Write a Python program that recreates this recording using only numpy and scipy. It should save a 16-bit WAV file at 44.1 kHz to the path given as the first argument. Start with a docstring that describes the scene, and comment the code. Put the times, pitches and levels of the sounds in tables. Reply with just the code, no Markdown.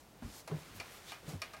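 """A thin wooden stick stirs liquid in a small plastic bottle and knocks against its wall.
Each knock makes the wall clack, the hollow bottle answer and both stick and bottle ring briefly.
Between knocks the stick rubs softly. Clothing rustles close to the microphone, drags over it
and bumps it with dull thumps. Behind it all is the low noise of an ordinary room."""
import sys
import numpy as np
from scipy import signal
from scipy.fft import rfft, irfft
from scipy.io import wavfile

SR = 44100
rng = np.random.default_rng(int(sys.argv[2]) if len(sys.argv) > 2 else 0)


def master(y):
    """Save y as 16-bit WAV."""
    cut = np.clip(np.atleast_2d(y).T, -1, 1)
    pcm = np.round(cut * 32767)  # scale
    wavfile.write(sys.argv[1], SR, pcm.astype(np.int16))


N = 70560
T = np.arange(N) / SR


def from_db(db):
    """Turn decibels into a number to multiply a sound by."""
    return 10 ** (np.asarray(db) / 20)


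def unit_rms(x):
    """Scale a sound so its average strength (rms) is 1."""
    return x / np.sqrt(np.mean(x ** 2) + 1e-20)


def gain_over_time(curve):
    """Join (time [s], level [dB]) points into a gain for every sample."""
    return from_db(np.interp(T, *np.transpose(curve)))


def gain_at(spectrum, hz):
    """Look up gains between (frequency [Hz], level [dB]) points."""
    points_hz, db = np.transpose(spectrum)
    return from_db(np.interp(np.log(hz + 1), np.log(points_hz), db))


def colour(x, spectrum):
    """Set a sound's balance of low and high frequencies, at strength 1."""
    gains = gain_at(spectrum, np.fft.rfftfreq(N, 1 / SR))
    return unit_rms(irfft(rfft(x) * gains, N))


def keep_range(x, hz, kind, order=2):
    """Filter a sound to keep its "low" part, its "high" part or one "band"."""
    sections = signal.butter(order, np.clip(hz, 10, .45 * SR), kind, fs=SR, output="sos")
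    return signal.sosfilt(sections, x + 1e-18)


def struck(start, rise, fade):
    """Loudness after a blow: a quick rise, then a 60 dB fall in `fade` seconds."""
    out = np.zeros(N)
    live = (T > start) & (T < start + 2 * fade)
    age = T[live] - start
    out[live] = (1 - np.exp(-age / rise)) * np.exp(-np.log(1000) * age / fade)
    return out


def swell(peak, half_length):
    """Loudness that grows smoothly to a peak and falls away again."""
    return np.exp(-((T - peak) / half_length) ** 2)


def friction(slips_per_s=2500, spread_db=2.5, slip_share=0.4):
    """Rubbing surfaces make tiny random slips of uneven size over a smooth hiss."""
    slips = (rng.random(N) < slips_per_s / SR) * rng.choice([-1, 1], N)
    sizes = from_db(spread_db * np.minimum(rng.exponential(1, N), 4))
    hiss = rng.standard_normal(N)
    return np.sqrt(slip_share) * unit_rms(slips * sizes) + np.sqrt(1 - slip_share) * hiss


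# Tone of the quiet room: (frequency [Hz], relative level [dB])
ROOM_TONE = [(25, 1), (55, 8), (100, 5.5), (160, 6.5), (300, 2), (800, 0), (1300, -6.5), (3000, -11.5),
             (7000, -15.5), (15000, -19)]

def room_noise(level_db=-60):
    """The room makes a faint, steady, mostly low noise."""
    return from_db(level_db) * colour(rng.standard_normal(N), ROOM_TONE)


# How loud the clothes rustle: (time [s], level [dB])
RUSTLE_LEVELS = [(0, -61.5), (.04, -77), (.2, -89), (.23, -63.5), (.3, -59.5), (.36, -53), (.405, -55),
                 (.44, -70.5), (.52, -67), (.6, -60), (.73, -65), (.77, -57.5), (.83, -63), (.94, -58.5),
                 (1.03, -62), (1.1, -55.5), (1.17, -67), (1.25, -67), (1.295, -51.5), (1.38, -65),
                 (1.5, -85), (1.54, -59.5), (1.6, -87)]
# Tone of the rustle: (frequency [Hz], relative level [dB])
RUSTLE_TONE = [(150, 2.5), (700, 4.5), (1500, -0.5), (2600, -5.5), (4500, 1.5), (6500, 1), (9000, -2),
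               (13000, -7), (16000, -13)]
# Sleeves brushing past: (peak time [s], level [dB], half length [s])
SLEEVE_SWISHES = [(0.38, -63, 0.035), (0.764, -59.5, 0.021), (0.946, -64, .04)]
# Airy tone of a swish: (frequency [Hz], relative level [dB])
SWISH_TONE = [(4000, -25), (8000, -9), (12500, 3), (16000, -4)]

def clothing():
    """Rubbing cloth makes a grainy rustle, with airy swishes as sleeves brush past."""
    rustle = gain_over_time(RUSTLE_LEVELS) * colour(friction(), RUSTLE_TONE)
    swish_gain = sum(from_db(db) * swell(peak, half) for peak, db, half in SLEEVE_SWISHES)
    return rustle + swish_gain * colour(friction(), SWISH_TONE)


# How loud the stick rubs in the liquid: (time [s], level [dB])
RUB_LEVELS = [(0, -104), (.2, -69), (.25, -60), (.38, -65.5), (.45, -72), (.52, -57.5), (.72, -59),
              (.86, -55.5), (.97, -57), (1.02, -60.5), (1.105, -57), (1.15, -55), (1.22, -65), (1.3, -54.5),
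              (1.39, -65.5), (1.47, -58.5), (1.6, -62.5)]
# Tone of the rubbing: (frequency [Hz], relative level [dB])
RUB_TONE = [(150, -3.5), (450, 1.5), (750, -1.5), (1200, 2.5), (2400, 1), (4200, -4), (6500, -15.5),
            (15000, -16.5)]
# The stick slides up to a knock: (peak time [s], level [dB], half length [s], middle frequency [Hz])
STICK_SLIDES = [(1.1, -52, 0.027, 3500)]

def stirring(slide_width_hz=1400):
    """The stick rubs along the wall, with a brighter scrape when it slides."""
    out = gain_over_time(RUB_LEVELS) * colour(friction(), RUB_TONE)
    for peak, db, half_length, hz in STICK_SLIDES:
        band_hz = [hz - slide_width_hz / 2, hz + slide_width_hz / 2]
        scrape = unit_rms(keep_range(friction(), band_hz, "band", order=1))
        out += from_db(db) * swell(peak, half_length) * scrape
    return out


# Soft bumps on the microphone: (time [s], level [dB], pitch [Hz], fade time [s], overtone [dB])
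MIC_BUMPS = [(0.2215, -33.5, 235.2, 0.082, -16), (0.231, -39.5, 92.1, 0.24, -27),
             (0.234, -38, 51.5, 0.19, -25), (0.2561, -37.5, 252, 0.064, -17),
             (.5160, -26.5, 156, 0.14, -4.5), (0.541, -27.5, 148, 0.071, -15),
             (0.576, -49.5, 154.7, 0.41, -9), (0.754, -53, 98.5, 0.42, -12), (1.2775, -32, 153, 0.089, -26),
             (1.3327, -29, 153.6, 0.081, -14), (1.346, -35, 93.5, 0.19, -8.5)]

def microphone_bumps(rise_s=0.0048, overtone_ratio=2.7):
    """Each bump sets the microphone's mount swinging: a low thump and a shorter, higher overtone."""
    out = np.zeros(N)
    for start, db, hz, fade, overtone_db in MIC_BUMPS:
        phase = 2 * np.pi * hz * (T - start)
        thump = struck(start, rise_s, fade) * np.sin(phase)
        overtone = struck(start, rise_s / 2, fade / 2) * np.sin(overtone_ratio * phase)
        out += from_db(db) * (thump + from_db(overtone_db) * overtone)
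    return out


# Cloth drags around the bumps: (time [s], level [dB], length [s], muffled above [Hz])
CLOTH_DRAGS = [(0.222, -53.5, 0.0039, 1470), (.228, -50.5, 0.052, 260), (0.497, -51.5, 0.074, 530),
               (0.509, -47, 0.0075, 1300), (0.562, -61, 0.058, 91), (0.678, -59.5, 0.12, 250),
               (1.231, -55, 0.037, 495), (1.278, -51.5, 0.068, 580), (1.328, -53.5, .005, 720)]

def cloth_drags(rise_s=0.001, release_s=0.023):
    """Cloth drags over the microphone in muffled bursts that rise, hold and die away."""
    out = np.zeros(N)
    for start, db, length, bright_hz in CLOTH_DRAGS:
        rise = np.clip((T - start) / rise_s, 0, 1)
        release = np.exp(-np.maximum(T - start - length, 0) / release_s)
        muffled = keep_range(friction(), bright_hz, "low", order=3)
        rub = unit_rms(keep_range(muffled, hz=40, kind="high"))
        out += from_db(db) * rise * release * rub
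    return out


# Tone of the thin wall's short shudder: (frequency [Hz], relative level per hertz [dB])
CLACK_TONE = [(200, -55), (450, -8), (680, -1), (1000, -6.5), (1500, -6), (1850, -2.5), (2150, 1),
              (2450, 2), (2800, -8.5), (3400, -8.5), (4400, -5), (5500, -4.5), (7800, -11.5), (9700, -7.5),
              (11500, -12.5), (15000, -14)]
# Notes that stick and bottle ring with: (pitch [Hz], relative level [dB], fade time [s])
RING_NOTES = [(641, -49, 0.11), (1100, -47, 0.099), (1232, -40, 0.1), (1618, -47.5, 0.13),
              (2010, -49, 0.054), (2381, -37.5, 0.071), (2450, -46, 0.19), (2650, -49.5, 0.076),
              (2890, -46, 0.11), (3485, -57, 0.14), (4430, -43, .07), (4490, -43, 0.038),
              (5550, -42, 0.044)]
# The stick hits the bottle: (time [s], level [dB], dulled above [Hz], low notes [dB], high notes [dB],
# hollow boost [dB], clack fade time at 2000 Hz [s], ring rise time [s])
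STICK_KNOCKS = [(0.4758, -11, 14500, -2.5, -26, 19.5, 0.052, 0.00089),
                (0.7994, -3.5, 4300, -8, 1, 12, 0.052, 0.0018),
                (1.1193, -5.5, 6400, -0.5, -0.5, 11, 0.023, .001),
                (1.4181, 0.5, 8800, -1, 0, -4, 0.026, 0.00093),
                (1.5345, -12, 2930, 11, 2, 8.5, 0.073, 0.0058),
                (1.5661, -12.5, 6000, -10, -14, -6, 0.016, .001)]

def knocks():
    """Each knock cracks, shakes the wall and hollow bottle, rings, and echoes briefly in the room."""
    crack_db, crack_above_hz, clack_db, echo_db = -42.5, 1900, -35, -42.5
    hollow_hz, hollow_octaves, hollow_rise_s = 710, 0.96, 0.0033
    note_split_hz = 1850  # where the stick lands favours the notes below or above this
    # Split noise into bands so that each can fade at its own speed.
    edges = np.geomspace(180, 16000, 29)
    centres = np.sqrt(edges[1:] * edges[:-1])
    gains = gain_at(CLACK_TONE, centres) * np.sqrt(np.diff(edges))
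    gains /= np.linalg.norm(gains)
    bands = [gain * unit_rms(keep_range(rng.standard_normal(N), [low, high], "band", order=3))
             for gain, low, high in zip(gains, edges, edges[1:])]
    out = np.zeros(N)
    for start, db, bright_hz, low_db, high_db, hollow_db, clack_fade, ring_rise in STICK_KNOCKS:
        hit = np.zeros(N)
        for hz, band in zip(centres, bands):
            # The hollow bottle answers lower and later than the wall.
            hollow = np.exp(-(np.log2(hz / hollow_hz) / hollow_octaves) ** 2)
            rise = 1 / hz + hollow * hollow_rise_s
            fade_scale = (2000 / hz) ** 0.25  # high sounds die sooner
            clack = from_db(clack_db + hollow * hollow_db) * struck(start, rise, clack_fade * fade_scale)
            crack = from_db(crack_db) * struck(start, 1 / hz, fade=0.0085) if hz > crack_above_hz else 0
            echo = from_db(echo_db) * struck(start, rise=0.0049, fade=0.22 * fade_scale)
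            hit += band * (crack + clack + echo)
        for hz, note_db, fade in RING_NOTES:
            contact_db = low_db if hz < note_split_hz else high_db
            note = np.sin(2 * np.pi * (hz * (T - start) + rng.random()))
            strength = from_db(note_db + contact_db + rng.normal(0, 1.0))
            hit += strength * struck(start, ring_rise, fade) * note
        # Each knock is dulled above its own frequency.
        out += from_db(db) * keep_range(hit, bright_hz, "low", order=1)
    return out


def scene():
    """Room, clothing, stick and bottle all reach one microphone."""
    mix = room_noise() + clothing() + stirring() + microphone_bumps() + cloth_drags() + knocks()
    return mix[None]


def record(dry):
    """The recorder drops the deepest rumble and the very highest hiss."""
    rumble_hz, top_hz = 35, 15850
    top_cut = signal.ellip(10, .1, 60, top_hz, fs=SR, output="sos")
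    return signal.sosfilt(top_cut, keep_range(dry, rumble_hz, "high"))


dry = scene()
out = record(dry)
master(out)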